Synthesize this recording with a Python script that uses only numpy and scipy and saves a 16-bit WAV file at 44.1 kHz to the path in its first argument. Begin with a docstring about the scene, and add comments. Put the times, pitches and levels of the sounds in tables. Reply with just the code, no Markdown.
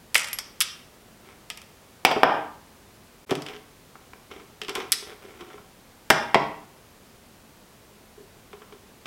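"""In a small live room, a wire stripper snaps through insulation and springs open, its spring pinging.
It is laid on a wooden table, then picked up; the sound drops out for an instant.
Tugged wires tick and creak in the plastic housing they hang from, and the jaws snap again.
The tool is laid down, head first, then handles; a few faint tugs follow.
Throughout, a limiter holds the loud blows."""
import sys
import numpy as np
from scipy import signal
from scipy.fft import rfft, irfft, next_fast_len
from scipy.io import wavfile
from scipy.ndimage import uniform_filter1d, minimum_filter1d

SR = 44100
rng = np.random.default_rng(int(sys.argv[2]) if len(sys.argv) > 2 else 0)


def put_to_file(sound):
    """Save the sound as 16-bit audio at rate SR, in the file named by the first command-line argument."""
    columns = np.atleast_2d(sound).T  # one column per channel
    safe = np.clip(columns, -1, 1)
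    whole_steps = np.round(safe * 32767)
    wavfile.write(sys.argv[1], SR, whole_steps.astype(np.int16))


N = 399546
TAPS = 8192
BIN_HZ = np.fft.rfftfreq(TAPS, 1 / SR)
TIME_S = np.arange(N) / SR

# jaw snaps: start_s, release_db, slam_db, rebound_db, travel_s, bass_db, treble_db, ring_hz
SNAPS = [(0.1455, -17.5, -9, -21, 0.0083, 6, -2.5, 2240), (.605, -17, -14, -21.5, .0058, -24, 5.5, 3550),
         (4.920, -11.5, -16, -39, 0.0047, -34, 8, 4140)]
def jaws(rebound_s=0.009, release_ring_hz=4700):
    """Steel jaws let go, slam and bounce once; release and bounce are brighter and shorter."""
    out = np.zeros(N)
    for start_s, release_db, slam_db, rebound_db, travel_s, bass_db, treble_db, ring_hz in SNAPS:
        slam_s, bright_db = start_s + travel_s, treble_db + 13
        add(out, start_s, steel_hit(release_db, bass_db, bright_db, release_ring_hz, lift_db=7.5))
        add(out, slam_s, steel_hit(slam_db, bass_db, treble_db, ring_hz, lift_db=11, chatter_s=0.00315))
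        add(out, slam_s + rebound_s, steel_hit(rebound_db, bass_db, bright_db, ring_hz, lift_db=2))
    return out


# steel colour: freq_hz, gain_db
STEEL_COLOUR = [(100, -20.5), (300, -15), (800, -6.5), (1200, -2.5), (2300, 2.5), (3300, 4), (4200, -2),
                (5200, 4), (6700, -5.5), (8500, -4), (12000, -5.5), (16000, -20.5)]
# steel resonances: freq_hz, width_hz, lift_db
STEEL_MODES = [(1235, 135, 6.5), (2187, 390, 2.5), (3160, 220, 2), (5300, 333, 0.5), (7870, 950, 4),
               (10200, 279, 1)]
def steel_body_db():
    """Response of the steel tool."""
    return curve(STEEL_COLOUR) + peaks_db(STEEL_MODES)


def steel_hit(level_db, bass_db, treble_db, ring_hz, lift_db, chatter_s=0.002):
    """A contact rings the tool."""
    spot = spot_db((600, 1200, 4000, 11000), bass_db, treble_db, ring_hz, lift_db, width_ratio=0.18)
    tail = shudder(level_db=-1, decay_s=0.013, cutoff_hz=7200)
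    return blow(steel_body_db() + spot, level_db, chatter_s, tail)


# jaw and pivot clicks: start_s, level_db, treble_db, ring_hz
CLICKS = [(0.18, -24.5, 11, 8850), (.244, -30, 2, 2150), (.285, -34, 3.5, 2270), (0.3305, -26, 11, 2230),
          (.387, -24.5, 8, 5450), (1.5015, -27.5, -1, 2660), (1.574, -38.5, 4, 2380),
          (1.617, -43.5, 3, 2730), (3.309, -27, -3, 3260), (3.353, -30.5, -4.5, 900),
          (3.421, -36, -1, 4600), (3.464, -33.5, -10, 3080), (3.486, -35.5, -10, 3100),
          (4.616, -27.5, -11, 3040), (4.635, -40, -3, 2760), (4.648, -37, -13, 3040),
          (4.683, -32, -8, 3060), (4.694, -28.5, -2.5, 2760), (4.753, -26.5, 3.5, 3350)]
def clicks(bass_db=5):
    """Jaws and pivot touch lightly."""
    out = np.zeros(N)
    for start_s, level_db, treble_db, ring_hz in CLICKS:
        add(out, start_s, steel_hit(level_db, bass_db, treble_db, ring_hz, lift_db=4.5))
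    return out


# insulation scrape, then pivot scrape: start_s, length_s, level_db, fade_db_per_s, treble_db
SCRAPES = [(0.168, 0.15, -31.5, 130, 4), (3.535, 0.041, -48.5, 20, -24)]
def scrapes():
    """Gritty slips tick in the jaws and fade."""
    out = np.zeros(N)
    for start_s, length_s, level_db, fade_db_per_s, treble_db in SCRAPES:
        age_s = TIME_S - start_s
        tilt_db = curve([(900, -6), (2500, 1), (4000, -1), (8500, treble_db), (15000, treble_db - 10)])
        force = slips(rate_per_s=250, spread_db=1)
        tick = signal.fftconvolve(contact(decay_s=0.00072), impulse(steel_body_db() + tilt_db))
        grit = unit_rms(signal.oaconvolve(force, tick)[:N])
        out += grit * amp(level_db - fade_db_per_s * abs(age_s)) * ((age_s > 0) & (age_s < length_s))
    return out


# spring pings: start_s, level_db, pitch_hz, t60_s
PINGS = [(.27, -42, 9900, .08), (.331, -24, 11323, .09), (.388, -29, 5055, .025), (.388, -29, 5420, .05),
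         (.388, -33, 5740, .06)]
def spring():
    """The return spring rings on in thin decaying sines."""
    out, age_s = np.zeros(N), TIME_S[:TAPS]
    for start_s, level_db, pitch_hz, t60_s in PINGS:
        add(out, start_s, amp(level_db - 60 * age_s / t60_s) * np.sin(2 * np.pi * pitch_hz * age_s))
    return out


# tool on table: start_s, level_db, bass_db, treble_db, ring_hz, chatter_s, thud_db,
# clank_db, clank_treble_db, clank_ring_hz
KNOCKS = [(2.050, -4.5, -3, 17, 770, 0.0023, -19, -7, -7.5, 2470),
          (2.113, -17, -10, 4, 660, 0.0067, -38, -27, -10, 3320),
          (2.162, -16.5, 0, -26, 408, .01, -24, -60, -8, 3000),
          (2.2326, 0.5, -9, -3.5, 1580, 0.0031, -14, -40, -12, 2300),
          (3.3134, -18.5, -4.5, -23, 277, 0.00435, -20.5, -49, -5, 3000),
          (6.1024, -3, -5, 6.5, 1790, .006, -14.5, -8.5, 3, 1850),
          (6.3449, -7.5, -5, -5, 1000, 0.0047, -8.5, -12, -19, 2010)]
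def table_knocks(settle_s=0.0105):
    """The tool knocks on the wood; its weight follows with a duller thud."""
    out = np.zeros(N)
    for start_s, level_db, bass_db, treble_db, ring_hz, chatter_s, thud_db, *_ in KNOCKS:
        add(out, start_s, wood_hit(level_db, bass_db, treble_db, ring_hz, chatter_s, lift_db=9.5))
        thud = wood_hit(thud_db, bass_db + 4.5, treble_db=-26, ring_hz=714, chatter_s=0.0028, lift_db=6)
        add(out, start_s + settle_s, thud)
    return out


def head_clanks(bass_db=-17.5):
    """The steel head rings at each knock."""
    out = np.zeros(N)
    for start_s, *_, clank_db, treble_db, ring_hz in KNOCKS:
        clank = steel_hit(clank_db, bass_db, treble_db, ring_hz, lift_db=11.5, chatter_s=0.0018)
        add(out, start_s, clank)
    return out


# wood colour: freq_hz, gain_db
WOOD_COLOUR = [(40, -18), (120, -6.5), (250, 0), (750, -2.5), (1100, -3.5), (1500, -10), (2100, -11.5),
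               (3400, -10.5), (4200, -26), (5200, -17.5), (6300, -36.5), (8500, -34), (16000, -33.5)]
# wood resonances: freq_hz, width_hz, lift_db
WOOD_MODES = [(258, 35.4, 2.9), (404, 42, 7.4), (648, 10, 3.8), (786, 57, 5.1), (1030, 58, 2.3),
              (1430, 68, 2.1), (1820, 200, 3.3), (2380, 110, 2.93), (3717, 75, 2.7)]
def wood_hit(level_db, bass_db, treble_db, ring_hz, chatter_s, lift_db):
    """A contact rings the table top."""
    spot = spot_db((250, 700, 1200, 7000), bass_db, treble_db, ring_hz, lift_db, width_ratio=0.24)
    tail = shudder(level_db=-7, decay_s=0.009, cutoff_hz=4000)
    return blow(curve(WOOD_COLOUR) + peaks_db(WOOD_MODES) + spot, level_db, chatter_s, tail)


# wire tugs: start_s, level_db, bass_db, treble_db, drag_s
TUGS = [(3.314, -19.5, 17.5, 0, 0.0022), (3.955, -43, -8, -13, 0.0022), (4.134, -42, -17, -4, 0.00095),
        (4.313, -37.5, -2, 6, 0.0062), (4.362, -41, -1, -2, 0.0056), (4.398, -42, -2, -1, 0.0063),
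        (4.618, -37.5, 15, -8.5, 0.0047), (4.686, -30.5, 4, -2, 0.0035), (4.698, -30.5, 2, 4, 0.0051),
        (4.756, -27, -7, 2.5, .006), (4.777, -29, 3.5, 3.5, .005), (4.802, -30, -13, 3, .008),
        (5.026, -39, 1, 10, 0.0036), (5.25, -39, 7, 6, 0.0072), (5.408, -36, 5, 6, 0.0057),
        (5.425, -41, 2, -9, 0.0031), (5.503, -43, -16.5, -5, 0.0066), (5.541, -42, 7, -7.5, .004),
        (5.58, -44, -10, -13, 0.0047), (8.176, -43, 13, -7, .004), (8.201, -41.5, 15.5, -3, 0.0035),
        (8.531, -37.5, -0.5, 0.5, .005), (8.618, -43.5, -6, -4.5, 0.0058), (8.724, -39.5, 1.5, 3, .005),
        (9.056, -35.5, -6.5, 3.5, .004)]
def tugs():
    """Wires pull at the housing; the longer the drag, the longer it shudders."""
    out, corners_hz = np.zeros(N), (400, 1100, 1500, 4000)
    for start_s, level_db, bass_db, treble_db, drag_s in TUGS:
        spot = spot_db(corners_hz, bass_db, treble_db, ring_hz=1180, lift_db=7, width_ratio=0.32)
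        tail = shudder(level_db=1.5, decay_s=2.6 * drag_s, cutoff_hz=4400)
        add(out, start_s, blow(housing_body_db() + spot, level_db, drag_s, tail))
    return out


# rubbing strokes: start_s, length_s, level_db
RUBS = [(1.224, .1, -56), (3.289, 0.027, -35), (3.452, 0.11, -48), (4.3, 0.09, -50.5),
        (4.737, 0.091, -39.5), (5.062, 0.063, -47.5), (5.216, 0.34, -53.5)]
def rubbing(attack_s=0.0086, release_s=0.019):
    """Hand and wires slip over the housing; each stroke rises, holds and dies."""
    envelope = np.zeros(N)
    for start_s, length_s, level_db in RUBS:
        rise = np.clip((TIME_S - start_s) / attack_s, 0, 1)
        fall = np.exp(-np.maximum(TIME_S - start_s - length_s, 0) / release_s)
        envelope += amp(level_db) * rise * fall
    tilt_db = curve([(400, -4), (1300, 5), (4000, -2), (12000, 7)])
    creak = signal.oaconvolve(slips(rate_per_s=600, spread_db=4), impulse(housing_body_db() + tilt_db))
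    return unit_rms(creak[:N]) * envelope


# plastic colour: freq_hz, gain_db
PLASTIC_COLOUR = [(80, -15.5), (250, -6), (400, -3.5), (700, -10), (1300, -12), (2400, -13.5), (3500, -11),
                  (4300, -23.5), (5500, -20.5), (8000, -32.5), (16000, -41)]
# plastic resonances: freq_hz, width_hz, lift_db
PLASTIC_MODES = [(407, 56, 15.3), (752.5, 13.5, 12.6), (1040, 53, 4.5), (1352, 26, 7.1), (2210, 140, 8.1),
                 (2420, 69, 3.3), (3100, 86, 3.6)]
def housing_body_db():
    """Response of the hollow plastic housing."""
    return curve(PLASTIC_COLOUR) + peaks_db(PLASTIC_MODES)


# room decay: freq_hz, t60_s
ROOM_T60 = [(150, 0.68), (400, 0.42), (1040, 0.55), (2760, .5), (7280, 0.34), (15000, 0.6)]
# room colour: freq_hz, gain_db
ROOM_COLOUR = [(60, -3), (150, -3.5), (400, 3), (1000, 2.5), (3000, -1.5), (6000, 2.5), (10000, -10),
               (16000, -20.5)]
# room resonances: freq_hz, width_hz, lift_db
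ROOM_MODES = [(138.5, 8.8, 12), (160.7, 8.5, 12), (299.4, 9.3, 9.4), (654, 6.8, 2.4), (944, 9, 2.6),
              (982, 9.4, 3.1), (1540, 11, 3)]
def room(x, build_s=0.0081, patterns=3, shift_hz=2, size=2 ** 15):
    """Dense reflections swell and die band by band; their pattern shifts as the hands move."""
    out, age_s, freq_hz = np.zeros(N), TIME_S[:size], np.fft.rfftfreq(size, 1 / SR)
    colour = amp(curve(ROOM_COLOUR, freq_hz)) * rfft(impulse(peaks_db(ROOM_MODES)), size)
    colour *= np.sqrt(curve(ROOM_T60, freq_hz) / 0.53)  # longer ring, more energy
    swell = 1 - np.exp(-(age_s / build_s) ** 2)
    cycles = TIME_S * shift_hz - np.arange(patterns)[:, None] / patterns
    crossfades = np.maximum(np.cos(2 * np.pi * cycles), 0)
    for share in crossfades / np.linalg.norm(crossfades, axis=0):
        band_hz, frame_s, noise = signal.stft(rng.standard_normal(size), SR, nperseg=256)
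        decay = amp(-60 * frame_s / curve(ROOM_T60, band_hz)[:, None])
        tail = signal.istft(noise * decay, SR, nperseg=256)[1][:size]
        spectrum = rfft(tail * swell)
        # flattened, so the room modes stand out
        spectrum /= np.sqrt(abs(uniform_filter1d(abs(spectrum) ** 2, size=21)) + 1e-12)
        tail = irfft(spectrum) * swell * (age_s < 0.8 * age_s[-1])
        out += signal.oaconvolve(x * share, irfft(rfft(tail) * colour))[:N]
    return out


# hiss colour: freq_hz, gain_db
HISS_COLOUR = [(15, -37.5), (25, -6.5), (64, -4), (175, -5), (212, -3), (317, -8.5), (373, -6.5), (463, -9),
               (516, -9), (1440, -15.5), (2350, -18), (14800, -26.5), (16000, -26)]
def hiss(level_db=-52.5):
    """Steady room air and microphone hiss."""
    size = next_fast_len(N, True)
    colour = amp(curve(HISS_COLOUR, np.fft.rfftfreq(size, 1 / SR)))
    noise = irfft(rfft(rng.standard_normal(size)) * colour, size)
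    return amp(level_db) * unit_rms(noise[:N])


def blow(body_db, level_db, chatter_s, tail):
    """Contact and shudder drive a body; the energy equals 5 ms at level_db."""
    sound = signal.fftconvolve(contact(chatter_s) + tail, impulse(body_db))[:TAPS]
    return amp(level_db) * sound * np.sqrt(0.005 * SR / np.sum(sound ** 2))


def spot_db(corners_hz, bass_db, treble_db, ring_hz, lift_db, width_ratio):
    """The spot struck tilts the colour and favours one resonance."""
    tilt_db = curve(list(zip(corners_hz, (bass_db, 0, 0, treble_db))))
    return tilt_db + peaks_db([(ring_hz, ring_hz * width_ratio, lift_db)])


def contact(decay_s):
    """Dying chatter of tiny touches: nearly white, energy 1."""
    fade = np.exp(-TIME_S[:TAPS // 2] / decay_s)
    force = rng.standard_normal(len(fade)) * fade
    for _ in range(4):
        spectrum = rfft(force)
        white = irfft(spectrum / (abs(spectrum) + 1e-9))
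        force = white * fade / np.sqrt(abs(uniform_filter1d(white ** 2, size=64)) + 1e-20)
    return force / np.linalg.norm(force)


def shudder(level_db, decay_s, cutoff_hz):
    """Waves run on through the struck parts and lose treble."""
    return amp(level_db) * signal.lfilter(*signal.butter(1, cutoff_hz, fs=SR), contact(decay_s))


def slips(rate_per_s, spread_db):
    """Random tiny slips, a few of them large."""
    pulses = (rng.random(N) < rate_per_s / SR) * rng.choice([-1, 1], N)
    return pulses * amp(spread_db * np.minimum(rng.exponential(1, N), 3))


def impulse(gain_db):
    """Minimum-phase impulse response of a gain curve."""
    cepstrum = irfft(np.log(amp(gain_db)))
    cepstrum[1:TAPS // 2] *= 2
    cepstrum[TAPS // 2 + 1:] = 0
    return irfft(np.exp(rfft(cepstrum)))


def peaks_db(modes):
    """Summed resonance peaks."""
    return sum(lift_db / (1 + ((BIN_HZ - hz) / width_hz) ** 2) for hz, width_hz, lift_db in modes)


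def curve(points, at_hz=BIN_HZ):
    """Interpolation over log frequency."""
    freq_hz, values = np.transpose(points)
    return np.interp(np.log(at_hz + 1), np.log(freq_hz + 1), values)


def amp(db):
    """Decibels to gain."""
    return 10 ** (np.asarray(db) / 20)


def unit_rms(x):
    """Scales to rms 1."""
    return x / np.sqrt(np.mean(x ** 2) + 1e-20)


def add(mix, start_s, sound):
    """Mixes a sound in at start_s."""
    part = mix[round(start_s * SR):][:len(sound)]
    part += sound[:len(part)]


def scene():
    """Steel, wood and plastic with their echoes, over hiss; mono."""
    steel = amp(-0.4) * (jaws() + clicks() + head_clanks() + scrapes()) + spring()
    wood = amp(-1) * table_knocks()
    plastic = amp(2) * (tugs() + rubbing())
    echoes = room(amp(-8) * steel + amp(-7.5) * (wood + plastic))
    return (steel + wood + plastic + echoes + hiss())[None]


def limiter(x, threshold_db=0.6, recovery_db_per_s=30, slow_share=0.45):
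    """A fast stage catches each peak; part of the cut lingers and recovers slowly."""
    recovery_db = TIME_S * recovery_db_per_s
    over_db = np.maximum(20 * np.log10(abs(x) + 1e-9) - threshold_db, 0)
    held_db = np.maximum.accumulate(slow_share * over_db + recovery_db) - recovery_db
    gain_db = minimum_filter1d(-np.maximum(over_db, held_db), size=33)
    return x * amp(uniform_filter1d(gain_db, size=33))


def record(dry):
    """Limiter, clipping, one brief dropout, band limit."""
    dropout = np.interp(TIME_S, [3.249, 3.251, 3.262, 3.274], [1, 0.01, 0.01, 1])
    clipped = np.clip(limiter(dry[0]), -1, 1)
    lowpass = signal.firwin(255, cutoff=16100, window=("kaiser", 8), fs=SR)
    return signal.oaconvolve(clipped * dropout, lowpass, "same")[None]


dry = scene()
out = record(dry)
put_to_file(out)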